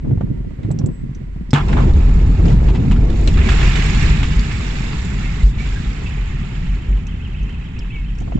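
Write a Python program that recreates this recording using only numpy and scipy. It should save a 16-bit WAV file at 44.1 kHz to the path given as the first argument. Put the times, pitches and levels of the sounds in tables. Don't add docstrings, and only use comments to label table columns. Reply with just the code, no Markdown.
import sys
import numpy as np
from scipy import signal
from scipy.fft import rfft, irfft, next_fast_len
from scipy.io import wavfile
from scipy.ndimage import uniform_filter1d

SR = 44100
rng = np.random.default_rng(int(sys.argv[2]) if len(sys.argv) > 2 else 0)


def int16_out(signal):
    q = np.round(np.clip(np.atleast_2d(signal).T, -1, 1) * 32767)
    wavfile.write(sys.argv[1], SR, q.astype(np.int16))


N = 369999
LEFT_RIGHT = np.array([[1], [-1]])


def from_db(db):
    return 10 ** (np.asarray(db) / 20)


def rms_one(x):
    return x / np.sqrt(np.mean(x ** 2) + 1e-20)


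def in_time(rows):
    s, first, *rest = np.transpose(rows)
    t = np.arange(N) / SR
    return [np.interp(t, s, first, -150, -150)] + [np.interp(t, s, column) for column in rest]


def at_hz(points, hz):
    table_hz, values = np.array(points).T
    return np.interp(np.log(hz), np.log(table_hz), values)


def drift(rate):
    step = 40
    r = np.exp(-2 * np.pi * rate * step / SR)
    noise = rng.standard_normal(N // step + 2002)
    slow = signal.lfilter([1], [1, -2 * r, r * r], noise)[2000:]
    return np.interp(np.arange(N) / step, np.arange(len(slow)), rms_one(slow))


def lumpy(depth_db, rate):
    return rng.standard_normal((2, N)) * from_db(depth_db * drift(rate))


# (frequency [Hz], left minus right [dB])
PORT_BALANCE = [(60, 0), (310, -.2), (530, 2.5), (900, .5), (1550, -6.5), (2670, -8.5), (4600, -5),
                (7900, -1.5)]


def coloured(pair, spectrum, likeness, lead=((0, 0), (1, 0))):
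    size = next_fast_len(N)
    hz = np.maximum(np.arange(size // 2 + 1) * SR / size, 1)
    inside = (hz >= spectrum[0][0]) & (hz <= spectrum[-1][0])
    mid, side = rfft(pair, size) * from_db(at_hz(spectrum, hz)) * inside
    alike = np.clip(at_hz(likeness, hz), -1, 1)
    ports = np.sqrt(1 + alike) * mid + np.sqrt(1 - alike) * side * LEFT_RIGHT
    ports = ports * np.exp(.5j * np.interp(hz, *np.transpose(lead)) * LEFT_RIGHT)
    balance = from_db(at_hz(PORT_BALANCE, hz) / 2 * LEFT_RIGHT)
    return rms_one(irfft(ports * balance, size)[:, :N])


def evened(x, share):
    size = next_fast_len(N)
    swell = np.abs(signal.hilbert(x.mean(axis=0), size)[:N])
    return rms_one(x / (swell + 0.25) ** share)


def add(out, s, sound):
    at = round(s * SR)
    out[..., at:at + sound.shape[-1]] += sound[..., :N - at]


# (frequency [Hz], relative density [dB])
STREET_COLOUR = [(410, -35.5), (700, -7.5), (870, -8.5), (955, -5), (1150, -7), (1500, -8.5), (2030, -5.5),
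                 (2700, -13.5), (3500, -17.5), (4500, -20.5), (6470, -25), (7960, -22), (8300, -53),
                 (10800, -67.5), (18300, -120)]
# (frequency [Hz], left-right correlation [-1 to 1])
WIND_LIKENESS = [(60, 0.94), (120, 0.76), (240, 0.1), (490, -0.56), (980, -0.16), (1960, -0.073),
                 (3940, -0.15), (7910, -0.25)]
STREET_DB = -52.5


def street():
    return from_db(STREET_DB) * coloured(lumpy(depth_db=.8, rate=6), STREET_COLOUR, WIND_LIKENESS)


# (frequency [Hz], typical rms level [dB])
HUM_TONES = [(937, -68), (1390, -73), (1970, -71)]


def hum():
    out = 0
    for hz, level_db in HUM_TONES:
        gain = np.sqrt(2) * from_db(level_db + 2 * drift(3))
        phase = 2 * np.pi * np.cumsum(hz + 3 * drift(8)) / SR
        out = out + gain * np.sin(phase)
    return out


# (time [s], level [dB])
GUSTS = [
    [(0.0, -38), (0.06, -14), (0.2, -22), (0.382, -22), (.45, -25), (.54, -31), (0.6, -24), (.67, -19.5),
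     (.75, -20), (.78, -20.5), (0.834, -12), (.92, -21), (.97, -32.5), (1.078, -30), (1.346, -31.5),
     (1.53, -33.5)],
    [(8.12, -48), (8.26, -28.5), (8.39, -22)],
]
# (frequency [Hz], relative density [dB])
WIND_COLOUR = [(25, -27), (60, -9.5), (120, 1), (220, -4), (330, -12), (450, -24), (600, -36)]
# (frequency [Hz], relative density [dB])
WIND_EDGE_COLOUR = [(250, -46), (350, 1.5), (500, -4), (1000, -27.5), (1800, -59.5)]
# (time [s], level [dB], rasp beside the low swing, before a common lift [dB])
PUFFS = [(0.046, -14, -25), (0.059, -21, -21), (0.075, -14, -30), (0.108, -11, -24), (0.174, -5, -31),
         (0.208, -8.5, -17.5), (0.223, -18, -26), (.266, -23, -20.5), (0.35, -19, -34), (0.402, -11, -38),
         (0.445, -27, -18), (0.505, -29, -13), (0.589, -12, -31), (0.648, -4.5, -35), (0.704, -3.5, -27),
         (0.715, -23, -18), (0.746, -15, -36), (0.789, -14, -26), (0.813, -6, -30), (0.838, -10.5, -27),
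         (0.859, -16, -27), (0.887, -7, -31), (1.092, -11.5, -38), (1.213, -16, -33), (1.36, -15, -33),
         (1.409, -13, -39), (8.212, -25, -13), (8.275, -18, -15.5), (8.295, -29, -12), (8.319, -19.5, -8.5),
         (8.375, -28, -7)]
WIND_EDGE_DB = -19.5
PUFF_T60_S, PUFF_RISE_S, RASP_LIFT_DB = .06, .0025, 6


def wind():
    out = np.zeros((2, N))
    body = coloured(lumpy(depth_db=5.5, rate=72), WIND_COLOUR, WIND_LIKENESS)
    edge = coloured(lumpy(depth_db=3.0, rate=40), WIND_EDGE_COLOUR, WIND_LIKENESS)
    for gust in GUSTS:
        level_db, = in_time(gust)
        out = out + from_db(level_db) * (body + from_db(WIND_EDGE_DB) * edge)
    t = np.arange(SR // 8) / SR
    rasp_band = signal.butter(2, [250, 750], "band", fs=SR, output="sos")
    for s, level_db, rasp_db in PUFFS:
        swing_hz, phases = rng.uniform(69, 207), rng.uniform(0, 1.0, (2, 1))
        push = np.sin(2 * np.pi * swing_hz * t + phases)
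        rasp = rms_one(signal.sosfilt(rasp_band, rng.standard_normal((2, len(t)))))
        rasp = rasp * from_db(rasp_db + RASP_LIFT_DB)
        envelope = from_db(level_db - 60 * t / PUFF_T60_S) * np.minimum(t / PUFF_RISE_S, 1)
        add(out, s, envelope * (push + rasp))
    return out * from_db(-.6 * LEFT_RIGHT)


# (time [s], level [dB])
ALARM = [(4.8, -62), (5.25, -52), (5.5, -58), (6.07, -49), (6.4, -52), (6.7, -46.5), (6.85, -50),
         (7.0, -48), (7.35, -44.5), (7.55, -46), (7.67, -46.5), (7.92, -44), (8.1, -49), (8.39, -55)]
# (frequency [Hz], gain [dB])
HORN = [(1450, -30), (1780, -18), (1900, -3), (2020, -15), (2400, -11), (2620, 4), (2800, -2), (3200, -4),
        (3450, -8)]
ALARM_TOP_S, ALARM_PERIOD_S, ALARM_TOP_HZ, ALARM_LOW_HZ = 7.238, .1395, 3420, 1450
WALL_ECHO_S, WALL_ECHO_DB = .068, -11
NEAR_ECHO_T60_S, NEAR_ECHO_DB = .06, -1
STREET_ECHO_T60_S, STREET_ECHO_DB = .6, 1


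def alarm():
    turns = (np.arange(N) / SR - ALARM_TOP_S) / ALARM_PERIOD_S
    from_top = 2 * np.abs(turns - np.round(turns))
    hz = ALARM_TOP_HZ - (ALARM_TOP_HZ - ALARM_LOW_HZ) * from_top
    level_db = in_time(ALARM)[0] + at_hz(HORN, hz) + .7 * drift(5) + 3 * drift(80)
    siren = from_db(level_db) * np.sin(2 * np.pi * np.cumsum(hz) / SR)
    late = round(WALL_ECHO_S * SR)
    delayed = np.r_[np.zeros(late), siren[:-late]]
    siren = siren + from_db(WALL_ECHO_DB + 3 * drift(2)) * delayed
    t, paths = np.arange(SR) / SR, 0
    for t60, echo_db in ((NEAR_ECHO_T60_S, NEAR_ECHO_DB), (STREET_ECHO_T60_S, STREET_ECHO_DB)):
        sparse = rng.standard_normal((2, SR)) * (rng.random((2, SR)) < .05)
        echoes = sparse * from_db(-60 * t / t60)
        paths = paths + from_db(echo_db) * echoes / np.sqrt(np.sum(echoes ** 2, axis=1, keepdims=True))
    return siren + signal.fftconvolve(siren[None], paths, axes=1)[:, :N]


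# (time of the peak [s], frequency there [Hz], glide [Hz/s],
# rms level at the peak [dB], rise [dB/s], fall [dB/s])
SQUEALS = [(7.96, 2255, -1500, -36.5, 280, 230), (.95, 7760, -200, -58, 350, 200)]


def squeals():
    out = 0
    for s, hz, glide, peak_db, rise, fall in SQUEALS:
        t = np.arange(N) / SR - s
        level_db = peak_db + np.where(t < 0, rise * t, -fall * t)
        phase = 2 * np.pi * (hz * t + glide * t ** 2 / 2)
        out = out + np.sqrt(2) * from_db(level_db) * np.sin(phase)
    return out


# (time [s], clatter [dB], dull rattle [dB], glassy top [dB], hold [s])
SURGES = [(1.533, -23, -27, -32, 0.0074), (1.55, -26, -19, -57, 0.032), (1.595, -36, -29, -64, 0.017),
          (1.683, -37, -35, -52, .01), (1.727, -33.5, -30, -61, 0.0075), (1.765, -37, -24, -73, 0.023),
          (1.8, -42, -33, -64, 0.018), (1.91, -61, -43, -68, 0.013), (2.06, -57, -60, -70, 0.0061),
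          (2.18, -65, -52, -69, 0.01), (2.45, -49, -51, -52, 0.1)]
# (time [s], clatter level [dB], glass beside the clatter [dB])
SHOWER = [(3.1, -58, 2.5), (3.33, -44, -1), (3.39, -30.5, -14), (3.5, -27, -8), (3.65, -26, -8),
          (3.84, -27, -8.5), (3.9, -29.5, -5), (4.05, -26.5, -8), (4.27, -34, -7.5), (4.7, -35, -5),
          (5.43, -38.5, -7.5), (5.47, -46.5, 3), (5.56, -43, -17), (5.6, -38, -7), (5.9, -40, -6.5),
          (6.2, -40.5, -12), (6.76, -44, -11.5), (7.06, -49.5, -19), (7.84, -49, -21), (8.39, -53, -8)]
# clatter [dB], rattle [dB], top [dB]
BUZZ_DB = (-39, -38.5, -45)
BUZZ_FADE_DB_PER_S, BUZZ_PATCHY_DB = 3, 1
SURGE_RISE_S, SURGE_T60_S = 0.0019, 0.098
SHOWER_RATTLE_DB = -11.5


def debris_levels():
    t = np.arange(N) / SR
    shower_db, glass_db = in_time(SHOWER)
    gains = from_db([shower_db, shower_db + SHOWER_RATTLE_DB, shower_db + glass_db])
    fade_db = BUZZ_FADE_DB_PER_S * (t - SHOCK[0])
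    gains = gains + from_db(np.c_[list(BUZZ_DB)] - fade_db + BUZZ_PATCHY_DB * drift(16))
    for k, (s, *levels_db, hold_s) in enumerate(SURGES):
        rise = np.clip((t - s) / SURGE_RISE_S + (k == 0), 0, 1)
        dying_s = np.maximum(t - s - SURGE_RISE_S - hold_s, 0)
        gains = gains + rise * from_db(np.c_[levels_db] - 60 * dying_s / SURGE_T60_S)
    return (t > SHOCK[0]) * gains


# (frequency [Hz], relative density [dB])
CLATTER_COLOUR = [(1000, -17), (1350, -5), (1800, 0.5), (2100, 2), (2400, 1), (2750, -0.5), (3300, -7.5),
                  (3900, -14), (4600, -42.5)]
# (frequency [Hz], relative density [dB])
RATTLE_COLOUR = [(600, -7), (780, 0), (870, -1.5), (1050, -4.5), (1320, -7), (1500, -17), (1800, -15.5)]
# (frequency [Hz], relative density [dB])
GLASS_COLOUR = [(3300, -8), (4200, -4), (5500, -6), (6400, -10), (7200, -3), (8200, -16.5), (11000, -12),
                (15500, -25.5)]
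# (frequency [Hz], left-right correlation [-1 to 1])
FAR_LIKENESS = [(60, 1), (125, 1), (250, 0.99), (500, 0.46), (1000, 0.45), (2000, 0.053), (4000, 0.054),
                (8000, 0.049)]
# (frequency [Hz], phase [radians])
FAR_LEAD = [(0, 0), (40, -.04), (85, -.2), (170, -.55), (260, -0.7), (520, 2.5), (860, 1.5), (1290, -0.2),
            (1640, -0.3), (1980, -1), (2500, -6), (3010, -7.5), (3360, -10), (4310, 0.5), (6200, 1.5),
            (6550, 1.5), (8100, 1)]


def debris(per_s=1500, spread_db=3, grain_db=-5, cycles=90):
    struck = rng.random((2, N)) < per_s / SR
    sizes = from_db(spread_db * np.minimum(rng.exponential(1, (2, N)), 4)) * struck
    pitches, dealt, grains = np.geomspace(800, 8000, 36), rng.integers(0, 36, N), 0
    for k, hz in enumerate(pitches):
        r = from_db(-60 * hz / (cycles * SR))
        w = 2 * np.pi * hz / SR
        strikes = sizes * (dealt == k) + 1e-18
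        ringing = signal.lfilter([0, np.sin(w)], [1, -2 * r * np.cos(w), r * r], strikes)
        grains = grains + hz * ringing
    shower = rms_one(lumpy(depth_db=0.84, rate=21)) + from_db(grain_db) * rms_one(grains)
    clatter_gain, rattle_gain, glass_gain = debris_levels()
    clatter = clatter_gain * coloured(shower, CLATTER_COLOUR, FAR_LIKENESS, FAR_LEAD)
    rattle = rattle_gain * coloured(shower, RATTLE_COLOUR, FAR_LIKENESS, FAR_LEAD)
    glass = glass_gain * coloured(shower, GLASS_COLOUR, FAR_LIKENESS, FAR_LEAD)
    return clatter + rattle + glass


SNAP_DB, SNAP_T60_S = 6, .008


def hits(table, t60, burst_db, low_hz, top_hz, rough, rise_s):
    out, t = np.zeros((2, N)), np.arange(SR // 5) / SR
    burst_band = signal.butter(3, [low_hz, top_hz], "band", fs=SR, output="sos")
    decay = from_db(-60 * t / t60) * np.minimum(t / rise_s, 1)
    snap = 1 + from_db(SNAP_DB - 60 * t / SNAP_T60_S)
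    for s, level_db, hz, pan_db in table:
        noise = rng.standard_normal((2, 2, len(t)))
        noise = .75 * noise + .45 * noise.sum(axis=1, keepdims=True)
        band = signal.butter(1, [hz / (1 + rough), hz * (1 + rough)], "band", fs=SR, output="sos")
        tone = rms_one(signal.sosfilt(band, noise[0]))
        burst = from_db(burst_db) * snap * signal.sosfilt(burst_band, noise[1])
        add(out, s, (tone + burst) * decay * from_db(level_db + pan_db / 2 * LEFT_RIGHT))
    return out


# (time [s], ring level before its decay [dB], pitch [Hz], left minus right [dB])
TICKS = [(0.631, -49, 3770, -6), (0.713, -36, 7800, -7), (0.7885, -33.5, 5760, -2), (0.8606, -36, 7700, -6),
         (1.1478, -42.5, 5930, -3), (1.507, -34, 5200, -11), (1.537, -22.5, 3520, 14),
         (1.683, -33, 3840, 11), (1.803, -41, 3900, 5), (1.935, -39, 3900, 9), (2.456, -38, 4930, 9),
         (2.748, -48, 7240, 2), (2.913, -44, 7260, 12), (3.1005, -36, 3680, 2), (3.2742, -20, 4000, 5.5),
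         (4.3936, -28, 4560, 1), (5.0499, -36, 7210, 2), (6.3994, -45, 5540, 3), (7.0684, -40, 6000, -2),
         (7.429, -47, 6100, -1), (7.7897, -38, 5130, -2), (8.1509, -52, 5500, 7), (8.203, -43, 6560, -3),
         (8.185, -43.5, 5950, 7), (8.2194, -50, 6000, -3)]


def ticks():
    return hits(TICKS, t60=.044, burst_db=-9, low_hz=2500, top_hz=9500, rough=.035, rise_s=.0003)


# (time [s], ring level before its decay [dB], pitch [Hz], left minus right [dB])
CLACKS = [(.631, -49.5, 2000, 8), (1.557, -19, 1450, -9), (1.572, -25, 1520, 6), (1.545, -20, 2300, 0),
          (1.565, -32, 2500, -1.5), (1.583, -30, 1700, 3), (1.604, -31, 1300, 7), (1.7261, -31, 1820, 7),
          (1.77, -39, 1520, 6), (1.784, -38, 1900, 13), (2.187, -44, 800, 7), (2.4543, -35.5, 1530, 8),
          (2.52, -35, 950, 6), (2.6842, -30, 960, 6), (2.7474, -30.5, 950, 2), (2.754, -33, 2680, -2),
          (2.697, -40, 2760, 0), (2.917, -33, 2680, -9), (2.48, -35, 2700, 4), (2.9115, -27, 900, 5),
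          (2.96, -36.5, 1330, 8), (3.2742, -25.5, 2670, -1), (3.371, -27.5, 1220, -6),
          (3.487, -20.5, 1580, -4), (3.489, -27.5, 2920, -10), (3.527, -32, 2500, 0),
          (3.632, -26, 1340, -8), (3.762, -34, 1390, -2), (3.795, -28.5, 2680, -9), (3.56, -34, 2800, -2),
          (3.71, -28, 2900, -6), (3.5183, -22.5, 1290, -6), (3.6092, -22.5, 1800, 1),
          (3.6277, -28, 2520, -7), (3.7539, -21, 2260, -7), (3.675, -26, 2500, -5), (3.8194, -26, 2000, -8),
          (3.945, -29, 3300, -6), (4.049, -36, 1770, -13), (4.2293, -24.5, 2820, -5),
          (4.5121, -31, 2130, -4), (4.9294, -32, 1260, -3), (5.7697, -41, 1660, -8),
          (6.069, -37, 2546, -10), (7.492, -42, 1600, -5)]


def clacks():
    return hits(CLACKS, t60=.1, burst_db=4, low_hz=500, top_hz=3300, rough=.12, rise_s=.002)


# (time [s], ring level before its decay [dB], pitch [Hz], left minus right [dB])
PINGS = [(5.235, -36, 2680, -6), (5.24, -36, 2150, -6), (5.395, -38, 2060, -6), (5.585, -31, 2270, -6),
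         (5.76, -35, 1630, -5), (6.06, -34, 2650, -6)]


def pings():
    return hits(PINGS, t60=.25, burst_db=-15, low_hz=1200, top_hz=4500, rough=.008, rise_s=.001)


# (time [s], cabin boom [dB], rumble [dB], roar [dB])
ROLL = [(1.53, -26, -22, -20), (1.58, -18, -14, -21), (1.62, -14.5, -18, -29), (1.72, -12, -14, -24),
        (1.8, -10, -10, -20), (1.95, -7, -18, -30), (2.14, -8, -17, -29), (2.36, -10, -15, -29),
        (2.47, -12, -11, -22), (2.58, -8, -15, -28), (2.68, -7, -17, -25), (2.81, -17, -15, -27),
        (2.9, -9, -11, -27), (3.15, -14, -19, -29), (3.39, -8, -15, -27), (3.84, -13, -19, -31),
        (4.15, -10, -15, -32), (4.49, -19, -22, -35.5), (5.4, -20, -23, -38), (6.3, -18, -26, -41),
        (6.5, -25, -25, -41), (6.74, -16, -26, -43), (6.85, -24, -27, -42), (7.3, -22, -27.5, -44),
        (8.39, -23, -31, -47)]
# (time [s], level [dB])
ROAD_BOOM = [(0.0, -25.5), (0.46, -25), (0.55, -33), (1.0, -28), (1.53, -27)]
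# (frequency [Hz], relative density [dB])
BOOM_COLOUR = [(5, -12), (14, -12), (24, -19), (32, -14), (38, -2), (44, -0.5), (54, -8), (75, -9),
               (95, -38)]
# (frequency [Hz], relative density [dB])
RUMBLE_COLOUR = [(60, -25.5), (80, 0.5), (100, -0.5), (130, 0.5), (180, -3.5), (250, -11), (320, -24)]
# (frequency [Hz], relative density [dB])
ROAR_COLOUR = [(210, -21.5), (270, -2.5), (400, -3), (550, -11), (750, -16), (1000, -21.5)]


def roll():
    boom_db, rumble_db, roar_db = in_time(ROLL)
    t = np.arange(N) / SR
    arrived = t > SHOCK[0]
    boom = coloured(lumpy(depth_db=1.5, rate=6), BOOM_COLOUR, FAR_LIKENESS, FAR_LEAD)
    boom = evened(boom, share=.35)
    rumble = coloured(lumpy(depth_db=1.5, rate=33), RUMBLE_COLOUR, FAR_LIKENESS, FAR_LEAD)
    rumble = evened(rumble, share=0.084)
    roar = coloured(lumpy(depth_db=2.2, rate=15.0), ROAR_COLOUR, FAR_LIKENESS, FAR_LEAD)
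    boom_gain = arrived * from_db(boom_db) + from_db(in_time(ROAD_BOOM)[0])
    for s, _, hold_s in THUMPS:
        rebuilt = 1 - from_db(-30 * np.clip(t - s - hold_s, 0, 2) / THUMP_T60_S)
        boom_gain = boom_gain * np.where(t > s - .01, rebuilt, 1)
    boom_gain = uniform_filter1d(boom_gain, size=400)
    return boom_gain * boom + arrived * (from_db(rumble_db) * rumble + from_db(roar_db) * roar)


def ring(length, hz, t60):
    t = np.arange(length) / SR
    return np.sin(2 * np.pi * hz * t) * from_db(-60 * t / t60)


# time [s], peak before it is dulled [dB], length [s]
SHOCK = (1.5325, -0.66, 0.004)
# (frequency [Hz], starting level [dB], t60 [s])
CABIN_MODES = [(145, -1, .4), (240, -2, .07), (420, -10, .05), (850, -18, .05)]
# (time [s], level [dB], hold [s])
THUMPS = [(4.1, -1.5, 0.014), (4.359, -5, 0.037), (5.431, 1, 0.033), (5.865, -9.5, 0.024),
          (6.883, -7.5, 0.078), (7.405, -11.5, 0.035)]
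THUMP_HZ, THUMP_T60_S, THUMP_RISE_S = 48, .22, .008


def blast():
    out = np.zeros(N)
    shock_s, peak_db, length_s = SHOCK
    add(out, shock_s, from_db(peak_db) * np.linspace(1, -1, round(length_s * SR)))
    out = signal.sosfilt(signal.butter(2, 3000, fs=SR, output="sos"), out + 1e-18)
    for hz, level_db, t60 in CABIN_MODES:
        add(out, shock_s, from_db(level_db) * ring(SR, hz, t60))
    t = np.arange(SR) / SR
    for s, level_db, hold_s in THUMPS:
        swing = np.sin(2 * np.pi * THUMP_HZ * t) * np.minimum(t / THUMP_RISE_S, 1)
        add(out, s, swing * from_db(level_db - 60 * np.maximum(t - hold_s, 0) / THUMP_T60_S))
    return out


def scene():
    background = street() + hum() + wind() + alarm() + squeals()
    pieces = debris() + ticks() + clacks() + pings()
    return background + pieces + roll() + blast()


AGC_KNEE_DB, AGC_SHARE = -2.5, 0.57
AGC_RELEASE_DB_PER_S, AGC_ATTACK_S = 49.5, 0.012


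def gain_control(x):
    ramp = AGC_RELEASE_DB_PER_S * np.arange(N) / SR
    peak_db = 20 * np.log10(np.abs(x).max(axis=0) + 1e-9)
    held_db = np.maximum.accumulate(peak_db + ramp) - ramp
    cut_db = -AGC_SHARE * np.maximum(held_db - AGC_KNEE_DB, 0)
    r = np.exp(-1 / (AGC_ATTACK_S * SR))
    return x * from_db(signal.lfilter([1 - r], [1, -r], cut_db))


MIC_EDGE_HZ, MIC_TOP_HZ, CUTOFF_HZ = 8250, 10200, 15700
MIC_TOP_DB, MIC_HISS_DB = -16, -75


def record(dry):
    dry = gain_control(dry)
    rounded = dry / (1 + np.abs(dry) ** 8) ** .125
    main = signal.sosfilt(signal.ellip(8, 1, 45, MIC_EDGE_HZ, fs=SR, output="sos"), rounded)
    top = signal.sosfilt(signal.cheby2(8, 20, MIC_TOP_HZ, "high", fs=SR, output="sos"), rounded)
    hiss = from_db(MIC_HISS_DB) * rng.standard_normal(dry.shape)
    final_cut = signal.cheby2(12, 70, CUTOFF_HZ, fs=SR, output="sos")
    return signal.sosfilt(final_cut, main + from_db(MIC_TOP_DB) * top + hiss)


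dry = scene()
out = record(dry)
int16_out(out)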